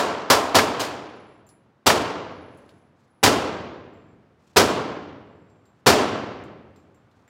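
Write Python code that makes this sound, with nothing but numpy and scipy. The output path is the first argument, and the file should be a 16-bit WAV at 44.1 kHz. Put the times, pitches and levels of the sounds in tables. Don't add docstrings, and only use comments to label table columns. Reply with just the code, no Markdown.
import sys
import numpy as np
from scipy import signal
from scipy.fft import rfft, irfft, next_fast_len
from scipy.io import wavfile
from scipy.ndimage import uniform_filter1d, minimum_filter1d, map_coordinates

SR = 44100
rng = np.random.default_rng(int(sys.argv[2]) if len(sys.argv) > 2 else 0)


def generate_wav(signal):
    frames = np.transpose(np.atleast_2d(signal))
    scaled = np.clip(frames, -1, 1) * 32767
    pcm = np.round(scaled).astype(np.int16)
    wavfile.write(sys.argv[1], SR, pcm)


N = 321489


def amp(db):
    return 10 ** (np.asarray(db) / 20)


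def unit(x):
    return x / np.sqrt(np.mean(x ** 2) + 1e-20)


def along(points, hz):
    f, value = np.transpose(points)
    return np.interp(np.log(hz + 1), np.log(f + 1), value)


def filtered(x, response):
    size = next_fast_len(len(x) + 8192)
    hz = np.fft.rfftfreq(size, 1 / SR)
    return irfft(rfft(x, size) * response(hz), size)[:len(x)]


def add(out, s, sound):
    start = round(s * SR)
    part = sound[max(-start, 0):max(len(out) - start, 0)]
    out[max(start, 0):][:len(part)] += part


def dying(noise, t60):
    hz, t, bins = signal.stft(noise, SR, nperseg=256)
    decay = amp(-60 * t / along(t60, hz)[:, None])
    return signal.istft(bins * decay, SR, nperseg=256)[1][:len(noise)]


def swell(t, rise):
    return 1 - np.exp(-np.maximum(t, 0) / rise)


# (f/Hz, width/Hz, level/dB)
BOOTH_MODES = [(87.3, 26, 3.5), (177, 13, -1.5), (297, 17, 2.5), (425.3, 26, 3), (473.5, 8.5, -2),
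               (612, 6.5, 1.5), (853, 32, -0.5), (914, 19, 1), (1035, 15, 2.5), (1115, 16, 2.5),
               (1338, 33, 3.5), (1572, 39, 2.5), (1700, 18, 2), (2060, 12, 1.5), (2335, 53, 1.5),
               (2834, 45, 3), (3123, 70, 2.5), (3424, 37, 2), (3940, 20, 2), (4400, 25, 4), (4534, 48, 3.5),
               (4830, 200, 1.5), (5430, 41, 1.5), (6900, 91, 3.5), (7360, 89, 3.5)]


def reflections(pattern, spectrum, alike=0.39, alike_hz=1600):
    def share(hz):
        return alike / (1 + (hz / alike_hz) ** 4)

    def booth_db(hz):
        return sum(db / (1 + (2 * (hz - centre) / width) ** 2) for centre, width, db in BOOTH_MODES)

    noise = filtered(pattern, lambda hz: np.sqrt(share(hz)))
    noise += filtered(rng.standard_normal(len(pattern)), lambda hz: np.sqrt(1 - share(hz)))
    return unit(filtered(noise, lambda hz: amp(along(spectrum, hz) + booth_db(hz))))


# (f/Hz, level/dB)
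HALL_COLOUR = [(25, -35), (40, -23.5), (60, -16.5), (95, -6.5), (170, -3.5), (300, 2), (600, 2),
               (1100, -0.5), (1900, -11), (3000, -12), (5500, -17), (8500, -23.5), (15000, -32)]


def partition_leak(near, t, leak_db, rise=0.0007, t60=0.11):
    return reflections(near, HALL_COLOUR) * swell(t, rise) * amp(leak_db - 60 * t / t60)


# (f/Hz, level/dB)
BLAST_COLOUR = [(25, -29), (55, -18), (100, -6), (180, -5.5), (280, 2.5), (500, 2), (1000, 1.5),
                (1500, -3.5), (2100, -7.5), (3500, -7), (5500, -7), (8500, -14.5), (12000, -18),
                (16000, -19.5)]
# (f/Hz, t60/s)
BLAST_T60 = [(100, 0.43), (400, 0.11), (1500, .22), (5000, 0.21), (14000, 0.17)]


def booth_blast(near, t, rise=0.0021):
    return dying(reflections(near, BLAST_COLOUR), BLAST_T60) * swell(t, rise)


# (f/Hz, level/dB, rise/s, t60/s)
STANDING_WAVE = (101, -10, 0.01, 0.1519)


def thump(t):
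    hz, db, rise, t60 = STANDING_WAVE
    return np.sin(2 * np.pi * hz * t) * swell(t, rise) ** 2 * amp(db - 60 * t / t60)


# (f/Hz, level/dB)
BOOM_COLOUR = [(40, -23), (70, -7), (105, -5), (160, -12), (300, 1.5), (550, 0), (900, -4.5), (1600, -16),
               (4000, -21.5), (7000, -21), (15000, -36.5)]


def ceiling_boom(middle, t, db=-8, rise=0.023, t60=0.4354):
    return reflections(middle, BOOM_COLOUR) * swell(t, rise) * amp(db - 60 * t / t60)


# (f/Hz, t60/s)
HALL_T60 = [(60, 2.5), (130, 1.8), (250, 1.49), (500, 1.3796), (1000, 1.164), (2000, 1.255), (3500, 1.005),
            (6000, 0.821), (9000, 0.53), (14000, 0.21)]


def hall_tail(far, t, rise=0.0052):
    return dying(reflections(far, HALL_COLOUR), HALL_T60) * swell(t, rise)


# (f/Hz, level/dB)
SLAP_COLOUR = [(100, -20.5), (400, -12.5), (1000, 1.5), (1900, 4), (3000, -4), (14000, -25)]


def wall_slap(far, t, slap_db, delay=0.0352, rise=0.00062, t60=0.059):
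    late = np.maximum(t - delay, 0)
    return reflections(far, SLAP_COLOUR) * swell(late, rise) * amp(slap_db - 60 * late / t60)


def clusters(t, depth_db=0.8062, per_s=220):
    bunches = map_coordinates(rng.standard_normal(2048), [np.abs(t) * per_s], mode="wrap")
    return amp(depth_db * bunches)


def tone(hz, bass_db, bark_db, bass_hz=450, bark_hz=900, bark_octaves=1.0):
    bark = np.exp(-(np.log2((hz + 1) / bark_hz) / bark_octaves) ** 2)
    return amp(bass_db / (1 + (hz / bass_hz) ** 2) + bark_db * bark)


# (t/s, blast level/dB, hall level/dB, bass level/dB, bark level/dB, leak level/dB, slap level/dB)
SHOT_LIST = [(-0.035, -15.5, -19.5, -4, 3, -26, -14.5), (0.3, -4.5, -18.5, -6.5, 4, -34.5, -19.5),
             (0.5505, -6.5, -17.5, -3.5, 1, -6.5, -2.5), (0.800, -19, -27, -5.5, -1.5, -2, -8),
             (1.8648, -6, -16, -3, 0, -12, -6), (3.2337, -3.5, -15, -1, -1.5, -11.5, -9),
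             (4.5656, -4.5, -15.5, 0, -0.5, -9.5, -11), (5.8661, -4, -13, -1, -1.5, -6.5, -14.5)]


def shots(lead=0.0048):
    out = np.zeros(N)
    t = np.arange(2 * SR) / SR - lead
    near, middle, far = rng.standard_normal((3, len(t)))
    push = thump(t)
    for s, blast_db, hall_db, bass_db, bark_db, leak_db, slap_db in SHOT_LIST:
        close = partition_leak(near, t + lead, leak_db) + booth_blast(near, t) + push
        close += wall_slap(far, t, slap_db) + ceiling_boom(middle, t)
        shot = amp(blast_db) * close + amp(hall_db) * hall_tail(far, t)
        add(out, s - lead, filtered(shot * clusters(t), lambda hz: tone(hz, bass_db, bark_db)))
    return out


# (f/Hz, level/dB)
AIR_COLOUR = [(25, -27.5), (50, -9), (80, -3), (125, 0.5), (200, -1), (350, -5.5), (600, -9), (1200, -12),
              (2500, -23.5), (5000, -33), (8000, -41), (15000, -51)]


def ventilation(start_db=-63.5, db_per_s=0.5176):
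    air = unit(filtered(rng.standard_normal(N), lambda hz: amp(along(AIR_COLOUR, hz))))
    return air * amp(start_db + db_per_s * np.arange(N) / SR)


# (start t/s, end t/s, level/dB, ring f/Hz)
CASE_ROLLS = [(0.926, 1.48, -81, 10000), (1.049, 1.453, -87.5, 7430), (2.252, 2.955, -80, 10250),
              (3.057, 3.267, -83, 10290), (3.898, 4.204, -86.5, 7360), (5.202, 5.809, -86, 7410)]


def rolls(width_hz=38):
    out = np.zeros(N)
    for start, end, db, ring_hz in CASE_ROLLS:
        contacts = rng.standard_normal(round((end - start) * SR))
        ring = unit(filtered(contacts, lambda hz: 1 / (1 + ((hz - ring_hz) / width_hz) ** 2)))
        add(out, start, amp(db) * ring * signal.windows.tukey(len(ring), .5))
    return out


# (t/s, click level/dB, click centre f/Hz, ring level/dB, main ring f/Hz)
METAL_CONTACTS = [(1.467, -67, 9000, -63, 7300), (1.49, -55.5, 5060, -58.5, 10220),
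                  (2.573, -64.5, 9000, -73.5, 10240), (2.692, -54, 3620, -82.5, 7365),
                  (3.935, -82, 7000, -76, 7370), (5.5, -70, 4794, -88, 7400),
                  (5.655, -66.5, 4197, -71.5, 7370), (6.438, -60.5, 6920, -74, 7390),
                  (6.761, -60.5, 4080, -69.5, 7380), (6.946, -71.5, 7100, -73.5, 7370),
                  (7.113, -66, 3800, -90, 7370), (7.278, -55, 1891, -66.5, 7380)]
# (multiple of the main ring, level/dB, t60/s)
CASE_MODES = [(0.999, 2.5, 0.28), (1.841, -7.5, 0.24)]


def clinks(click_t60=0.0068, booth_db=-6, booth_t60=0.12, octaves=0.48):
    out, t = np.zeros(N), np.arange(SR // 2) / SR
    for s, click_db, click_hz, ring_db, ring_hz in METAL_CONTACTS:
        colour = lambda hz: 1 / (1 + (np.log2((hz + 1) / click_hz) / octaves) ** 2)
        click = unit(filtered(rng.standard_normal(len(t)), colour))
        click *= amp(-60 * t / click_t60) + amp(booth_db - 60 * t / booth_t60)
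        ring = np.zeros(len(t))
        for multiple, db, t60 in CASE_MODES:
            blur = np.cumsum(rng.standard_normal(len(t))) * .08
            ring += amp(db - 60 * t / t60) * np.sin(2 * np.pi * ring_hz * multiple * t + blur)
        add(out, s, amp(click_db) * click + amp(ring_db) * ring)
    return out


# (f/Hz, level/dB)
NYLON_COLOUR = [(200, -23), (900, -1.5), (2500, -1), (5000, -2.5), (7500, -5), (9000, -12.5), (15000, -21)]
# (start t/s, length t/s, level/dB)
ARM_MOVES = [(2.45, 0.495, -71.5), (2.939, 0.214, -74.5), (4.362, 0.395, -70), (5.73, 0.12, -79.5),
             (6.75, 0.156, -78), (7.12, 0.187, -76.5)]


def jacket(grain_db=3, grains_per_s=120, attack=0.3):
    t = np.arange(N) / SR
    slips = map_coordinates(rng.standard_normal(4096), [t * grains_per_s], mode="wrap")
    hiss = filtered(rng.standard_normal(N), lambda hz: amp(along(NYLON_COLOUR, hz)))
    speed = np.zeros(N)
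    for start, length, db in ARM_MOVES:
        speed += amp(db) * np.interp((t - start) / length, [0, attack, 1], [0, 1, 0])
    return unit(hiss * amp(grain_db * slips)) * speed


def scene():
    return (shots() + ventilation() + rolls() + clinks() + jacket())[None]


def record(dry, low_cut_hz=58, ceiling=0.88, top_hz=15850):
    x = signal.sosfilt(signal.butter(4, low_cut_hz, "high", fs=SR, output="sos"), dry[0])
    needed = np.minimum(1, ceiling / (np.abs(x) + 1e-9))
    gain = uniform_filter1d(minimum_filter1d(needed, size=89), size=89)
    return filtered(x * gain, lambda hz: 1 / np.sqrt(1 + (hz / top_hz) ** 200))[None]


dry = scene()
out = record(dry)
generate_wav(out)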